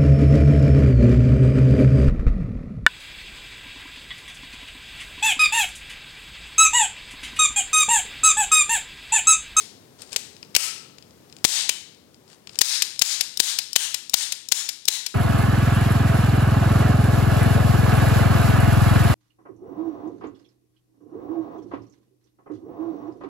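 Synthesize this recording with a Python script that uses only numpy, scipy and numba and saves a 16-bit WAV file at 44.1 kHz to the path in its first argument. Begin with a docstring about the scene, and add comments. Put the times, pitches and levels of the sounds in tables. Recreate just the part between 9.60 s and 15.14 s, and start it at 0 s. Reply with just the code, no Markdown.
"""Sharp steel clicks echo in a hard-walled room: a revolver's cylinder is unlatched and snapped shut,
then the trigger is pulled seven times on empty chambers (cylinder stop, hammer fall, trigger return).
Each impact excites the modes of the steel, which the hand damps at once; springs ring, fingers rub.
A close microphone feeds the left channel; its limiter ducks at each blow, so the echo swells up
afterwards. The right channel carries only the bass of the left and a faint noise of its own."""
import sys
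import numpy as np
from scipy import signal
from scipy.fft import rfft, irfft
from scipy.io import wavfile
from scipy.ndimage import uniform_filter1d
from numba import njit

SR = 44100
rng = np.random.default_rng(int(sys.argv[2]) if len(sys.argv) > 2 else 0)


def int16_out(signal):
    """Quantize to a 16-bit WAV file."""
    q = np.round(np.clip(np.atleast_2d(signal).T, -1, 1) * 32767)
    wavfile.write(sys.argv[1], SR, q.astype(np.int16))


N = 244386
LEAD = SR // 4  # samples mixed before time zero

# trigger pulls: stop_s, blow_s, return_s, finger_force_db, blow_db, thud_re_blow_db, chamber_pitch_hz
TRIGGER_PULLS = [(2.9887, 3.0162, 3.2215, 0, 26, -30, 4400), (3.393, 3.4209, 3.6090, -1, 24, -35, 4400),
                 (3.7730, 3.8019, 3.9870, -2, 23.5, -22.5, 4050),
                 (4.131, 4.1622, 4.3435, -3.5, 21.5, -41, 3140),
                 (4.496, 4.5414, 4.7215, -5.5, 22.5, -35, 4960),
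                 (4.887, 4.9222, 5.0895, -5, 20.5, -36, 3950), (5.254, 5.2848, 5.4630, -6.5, 19, -27, 3900)]
# impact spectra of cylinder stop, hammer and trigger: frequency_hz, level_db
STOP_SPECTRUM = [(100, -28), (1500, -28), (2200, -35), (2800, -33), (3900, -1), (4400, -16), (5000, 0),
                 (5700, 0), (6600, -24), (7600, -9.5), (8800, -7.5), (10500, -13.5), (15500, -19)]
HAMMER_SPECTRUM = [(100, -28), (600, -28.5), (850, -11.5), (1200, -22), (1500, -10.5), (1750, -10.5),
                   (2300, -7), (3300, -1), (4050, 3.5), (4700, -1), (6500, 1), (8500, -4), (11500, -9.5),
                   (15500, -12.5)]
TRIGGER_SPECTRUM = [(100, -57), (600, -19), (1200, -20), (1900, -13.5), (2300, -5.5), (2800, -4),
                    (3500, -3.5), (5100, 1), (6200, -4.5), (7000, -3.5), (9000, -8.5), (12000, -9.5),
                    (15500, -21)]

def trigger_action():
    """A chain of impacts: each pull locks the cylinder and drops the hammer; the trigger springs back."""
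    mix = np.zeros(LEAD + N)
    for stop_s, blow_s, return_s, force_db, blow_db, thud_db, pitch_hz in TRIGGER_PULLS:
        # the pawl meets the ratchet, then the stop drops; both follow the finger force
        add(mix, stop_s - 0.0325, tick(force_db - 21.5, treble_db=2))
        add(mix, stop_s, click(STOP_SPECTRUM, force_db - 0.5, t60_s=0.017, rise_s=0.00021,
                               ring_db=-2.5, pitch_hz=5170, favour_db=3))
        # each fall has its own strength and pitch: the sear lets go, the hammer touches, then lands
        add(mix, blow_s - 0.0061, click(TRIGGER_SPECTRUM, -7, t60_s=0.035, ring_db=-12))
        touch = click(HAMMER_SPECTRUM, 13.5, t60_s=0.0077, treble_db=0.6, ring_db=-12.5)
        add(mix, blow_s - 0.0017, touch)
        blow = click(HAMMER_SPECTRUM, blow_db, t60_s=0.02, treble_db=0.6,
                     ring_db=-7, pitch_hz=pitch_hz, favour_db=11.5)
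        add(mix, blow_s, blow + thud(blow_db + thud_db))
        rebound = click(TRIGGER_SPECTRUM, force_db + 2.5, t60_s=0.022, ring_db=-16, pitch_hz=2470)
        add(mix, return_s, rebound)
        seating = click(TRIGGER_SPECTRUM, 0.15 * force_db - 2.3, t60_s=0.029, ring_db=-2, pitch_hz=5360)
        add(mix, return_s + 0.0023, seating)
    return mix


# snaps of latch and crane: start_s, level_db, seat_delay_s, seat_db, treble_db, thud_re_level_db
LATCH_SNAPS = [(-.1, -4.5, .002, 1.5, 3.5, -28), (0.562, -6.5, 0.0026, -13, -2.5, -17.5),
               (.9500, -5.5, .0012, -6.5, -2, -16), (0.9633, 5, 0.001022, 13.5, 3, -40),
               (2.0921, -2.5, .002, -1, -1.5, -27.5)]
# the cylinder swung shut: start_s, level_db, thud_re_level_db
CYLINDER_SLAMS = [(1.8495, 25.5, -13)]
# impact spectra of snap and slam: frequency_hz, level_db
SNAP_SPECTRUM = [(100, -27), (600, -15), (850, -20), (1150, -17), (1700, -16.5), (2300, -3), (2800, -4),
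                 (3900, -1.5), (4600, -2), (6000, -1.5), (7800, -4), (10000, -9), (15500, -16.5)]
SLAM_SPECTRUM = [(40, -29), (200, -26), (600, -17), (850, -15.5), (1200, -20), (2200, -6.5), (3000, -2),
                 (3900, 4), (4600, -1), (6000, 2), (7800, 1.5), (10000, -6.5), (15500, -13)]

def cylinder():
    """Double impacts: the latch snaps, then seats; it rides over the cylinder, which then slams home."""
    def snap(db, treble_db, thud_db, t60_s=0.022):
        return click(SNAP_SPECTRUM, db, t60_s, treble_db, ring_db=-12) + thud(db + thud_db)

    mix = np.zeros(LEAD + N)
    for start_s, db, seat_delay_s, seat_db, treble_db, thud_db in LATCH_SNAPS:
        add(mix, start_s, snap(db, treble_db, thud_db))
        add(mix, start_s + seat_delay_s, snap(seat_db, treble_db, thud_db, t60_s=0.02))
    for start_s, db, thud_db in CYLINDER_SLAMS:
        add(mix, start_s - 0.006, snap(-3, treble_db=2.5, thud_db=-8.5))
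        slam = click(SLAM_SPECTRUM, db, t60_s=0.023, rise_s=0.0002, ring_db=-13)
        add(mix, start_s, slam + thud(db + thud_db))
    return mix


# modes of the steel frame and cylinder: frequency_hz, level_db, t60_s
STEEL_MODES = [(2468, -16, 0.031), (3050, -10.5, 0.03), (3870, -0.5, 0.0096), (4400, -16.5, 0.015),
               (5038, 4.5, 0.016), (5340, 1.5, 0.023), (6560, -13.5, 0.048), (7070, 5, 0.015),
               (8650, 4.5, 0.0063), (11680, -11, 0.018)]

def click(colour, db, t60_s, treble_db=0, rise_s=0.00012, ring_db=-8, pitch_hz=3950, favour_db=2):
    """Impulse excitation: steel on steel gives a crack of crowded, damped modes and a brief ring."""
    t = np.arange(2048) / SR
    onset = 1 - np.exp(-t / rise_s)
    envelope = onset * decay(t, t60_s)
    gain = spectrum(colour, len(t), treble_db)
    crack = noise(colour, len(t)) * envelope
    for _ in range(2):
        # a sharp blow excites the modes fairly evenly: mostly their phases are left to chance
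        crack = irfft(gain * np.exp(1j * np.angle(rfft(crack))))
        crack *= envelope / np.sqrt(abs(uniform_filter1d(crack ** 2, size=64)) + 1e-14)
    # the point of impact favours modes near its own pitch, and others by chance
    hz, mode_db, mode_t60_s = np.transpose(STEEL_MODES)[:, :, None]
    chance, phase = rng.random((2, len(STEEL_MODES), 1))
    boost_db = 10 * chance + favour_db * np.exp(-(np.log(hz / pitch_hz) / 0.045) ** 2)
    modes = amp(mode_db + boost_db) * np.sin(2 * np.pi * (hz * t + phase)) * decay(t, mode_t60_s)
    ring = modes.sum(0) * onset
    impact = crack / np.linalg.norm(crack) + amp(ring_db) * ring / np.linalg.norm(ring)
    return amp(db) * impact * np.linalg.norm(envelope) / np.linalg.norm(impact)


# low modes of the gun held in the hand: frequency_hz, level_db, t60_s
GRIP_MODES = [(202, -14, 0.008), (390, -7.5, 0.013), (640, -17.5, 0.011)]

def thud(db):
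    """Damped oscillation: the whole frame knocks in the hand for a few low swings."""
    t = np.arange(2048) / SR
    return sum(amp(db + mode_db) * np.cos(2 * np.pi * hz * t) * decay(t, t60_s)
               for hz, mode_db, t60_s in GRIP_MODES)


# springs set ringing by a snap: start_s, pitch_hz, level_db, t60_s
SPRING_RINGS = [(0.963, 1316, -23.5, 0.77), (2.092, 3040, -19, 0.51)]

def springs():
    """Beating: five closely spaced modes of each small spring drift in and out of phase."""
    mix, t = np.zeros(LEAD + N), np.arange(SR) / SR
    for start_s, pitch_hz, db, t60_s in SPRING_RINGS:
        modes_hz = pitch_hz * (1 + .03 * np.linspace(-1, 1, 5) + .006 * rng.standard_normal(5))
        ring = np.sin(2 * np.pi * modes_hz[:, None] * t).mean(0)
        add(mix, start_s, amp(db) * ring * decay(t, t60_s))
    return mix


# spectrum of a light contact: frequency_hz, level_db
TICK_SPECTRUM = [(30, -16), (200, -10), (1000, -12), (2000, -12), (2500, 0), (3100, -2.5), (3900, 0.5),
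                 (4400, -1.5), (5000, 5), (6200, -9), (7100, -1), (9000, -12), (15500, -36)]

def tick(db, treble_db=0, pitch_hz=5020):
    """Light impact: a small part touches the frame and favours the modes near one pitch."""
    return click(TICK_SPECTRUM, db, t60_s=0.015, treble_db=treble_db, rise_s=0.00027,
                 ring_db=-5, pitch_hz=pitch_hz, favour_db=9)


# the clearest ticks under the fingers: start_s, level_db, treble_db, pitch_hz
LOOSE_TICKS = [(0.4194, -23, 26, 8800), (.521, -26, 5, 8500), (0.5295, -17, 17, 3930),
               (.535, -26, 15, 2470), (.7655, -33, -7, 5290), (0.8284, -23.5, -23, 3900),
               (.945, -28, -6, 3150), (1.3836, -29.5, -8, 5200), (1.4245, -33.5, -13, 5070),
               (1.7257, -30, 3, 5020), (1.766, -31, 6, 5290), (2.544, -34.5, -5, 3950),
               (2.872, -21, -17, 3920), (2.894, -24, -28, 2470)]

def loose_parts(faint_count=12, from_s=0.5, to_s=2.95, faint_db=-40, spread_db=3):
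    """Rattle: loose parts tick as the gun is turned over, the fainter ones at random times."""
    mix = np.zeros(LEAD + N)
    for start_s, db, treble_db, pitch_hz in LOOSE_TICKS:
        add(mix, start_s, tick(db, treble_db, pitch_hz))
    for slot, (when, strength, mode) in enumerate(rng.random((faint_count, 3))):
        start_s = from_s + (to_s - from_s) * (slot + when) / faint_count
        pitch_hz = STEEL_MODES[int(mode * len(STEEL_MODES))][0]
        add(mix, start_s, tick(faint_db + spread_db * (2 * strength - 1), pitch_hz=pitch_hz))
    return mix


# finger slides: middle_s, length_s, level_db
FINGER_SLIDES = [(0.421, 0.099, -41), (0.491, 0.11, -47.5), (0.536, .06, -35), (2.718, 0.12, -44.5),
                 (2.954, 0.15, -43)]
# spectrum of skin on steel: frequency_hz, level_db
SLIDE_SPECTRUM = [(30, -28), (200, -1), (1500, -4), (2400, -5), (3200, -2), (4700, 1.5), (6200, -2.5),
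                  (8900, -2.5), (10500, -17), (15500, -24)]

def fingers(grain_db=3.5):
    """Sliding friction: fingers on steel make a noise that turns grainy as their grip varies."""
    mix = np.zeros(LEAD + N)
    for middle_s, length_s, db in FINGER_SLIDES:
        size = round(length_s * SR)
        grip = uniform_filter1d(rng.standard_normal(size), size=90)
        slide = noise(SLIDE_SPECTRUM, size) * amp(grain_db * grip / grip.std())
        add(mix, middle_s - length_s / 2, amp(db) * slide / slide.std() * np.hanning(size))
    return mix


# reverberation time of the room: frequency_hz, t60_s
ROOM_DECAY = [(300, 0.3), (800, 0.56), (2100, 0.55), (4000, 0.64), (7000, 0.4468), (10000, 0.4),
              (15000, 0.3)]
# colour of its echo: frequency_hz, gain_db
ECHO_SPECTRUM = [(100, -41.5), (550, -24.5), (850, -8.5), (1150, -12), (1600, -8.5), (2500, -13),
                 (5000, -13), (9000, -10.5), (15000, -19.5)]

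def room(x, build_s=0.021, early_db=-15, early_t60_s=0.2):
    """Reverberation: early reflections, and a diffuse field that fills and drains band by band."""
    frames = dict(fs=SR, nperseg=256, noverlap=192)
    hop_s = 64 / SR
    hz, _, bands = signal.stft(x, **frames)
    power = uniform_filter1d(abs(bands) ** 2, size=3, axis=0)
    fill = np.exp(-hop_s / build_s)
    fed = signal.lfilter([0, 0, 1 - fill], [1, -fill], power, axis=1)
    retained = decay(hop_s, curve(ROOM_DECAY, hz)) ** 2
    energy = np.array([signal.lfilter([1 - k], [1, -k], band) for k, band in zip(retained, fed)])
    diffuse = signal.stft(rng.standard_normal(len(x)), **frames)[2]
    diffuse *= np.sqrt(abs(energy)) * amp(curve(ECHO_SPECTRUM, hz))[:, None] / diffuse.std()
    tail = signal.istft(diffuse, **frames)[1][:len(x)]
    t = np.arange(4096) / SR
    early = rng.standard_normal(len(t)) * (rng.random(len(t)) < .03)  # sparse reflections
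    early *= (t > .003) * decay(t, early_t60_s)
    return tail + amp(early_db) * signal.oaconvolve(x, early / np.linalg.norm(early))[:len(x)]


# spectra of the room's air and of the idle right channel: frequency_hz, level_db
AIR_SPECTRUM = [(20, -41.5), (45, -28), (80, -4.5), (130, -2), (250, -1), (430, -1), (650, -8.5),
                (1200, -13.5), (2200, -18), (5000, -17), (9000, -22.5), (15500, -26)]
IDLE_SPECTRUM = [(20, -22), (45, -44), (100, 4.5), (260, 1), (450, -8), (700, -18), (1400, -18.5),
                 (4000, -20), (15500, -22)]

def background(air_db=-50, idle_db=-58):
    """Stationary noise: the air in the room and the hiss of the idle channel."""
    return amp(air_db) * noise(AIR_SPECTRUM, N), amp(idle_db) * noise(IDLE_SPECTRUM, N)


def noise(colour, size):
    """Random phases under a given spectrum make coloured noise of rms 1."""
    gain = spectrum(colour, size)
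    x = irfft(gain * np.exp(2j * np.pi * rng.random(len(gain))), size)
    return x / x.std()


def spectrum(colour, size, treble_db=0):
    """Spectral envelope: the gain of each bin, with a treble shelf around 8 kHz."""
    hz = np.fft.rfftfreq(size, 1 / SR)
    shelf = hz ** 4 / (hz ** 4 + 8000. ** 4)
    return amp(curve(colour, hz) + treble_db * shelf)


def curve(points, hz):
    """Interpolation of (frequency_hz, value) points on a log-frequency axis."""
    point_hz, value = np.transpose(points)
    return np.interp(np.log(hz + 1), np.log(point_hz + 1), value)


def decay(t, t60_s):
    """Exponential damping: the amplitude falls 60 dB in t60_s."""
    return np.exp(-np.log(1000) * t / t60_s)


def amp(db):
    """Decibels to amplitude ratio."""
    return 10 ** (np.asarray(db) / 20)


def add(mix, start_s, sound):
    """Superposition: a sound joins the mix at start_s."""
    part = mix[LEAD + round(start_s * SR):][:len(sound)]
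    part += sound[:len(part)]


def scene(bleed_hz=185):
    """Low-pass crosstalk: the gun and its echo are on the left; only the bass bleeds to the right."""
    gun = cylinder() + trigger_action() + loose_parts() + fingers()
    in_room = (gun + room(gun) + springs())[LEAD:]
    air, hiss = background()
    left = in_room + air
    pole = np.exp(-2 * np.pi * bleed_hz / SR)
    right = signal.lfilter([0, 1 - pole], [1, -pole], left) + hiss
    return np.array([left, right])


@njit
def limiter(over_db, attack, release, charge, recover):
    """Gain reduction in dB: a fast stage for each blow, a slow one that builds over repeated blows."""
    cut_db, fast, slow = np.zeros(len(over_db)), 0., 0.
    for i in range(len(over_db)):
        fast = max(fast - release, slow)
        if over_db[i] > fast:
            fast += (over_db[i] - fast) * attack
        slow = max(slow + (fast - slow) * charge - recover, 0.)
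        cut_db[i] = fast
    return cut_db


def record(dry, threshold_db=-2, attack_s=0.00034, release_db_per_s=155,
           charge_s=0.47, recover_db_per_s=1.0, cutoff_hz=16150):
    """Peak limiting: both channels duck together, what slips past clips, and a low-pass follows."""
    over_db = 20 * np.log10(abs(dry).max(0) + 1e-9) - threshold_db
    cut_db = limiter(over_db, 1 / (attack_s * SR), release_db_per_s / SR,
                     1 / (charge_s * SR), recover_db_per_s / SR)
    clipped = np.clip(dry * amp(-cut_db), -1, 1)
    lowpass = signal.firwin(255, cutoff_hz, window=("kaiser", 8), fs=SR)
    return signal.oaconvolve(clipped, lowpass[None], "same")


dry = scene()
out = record(dry)
int16_out(out)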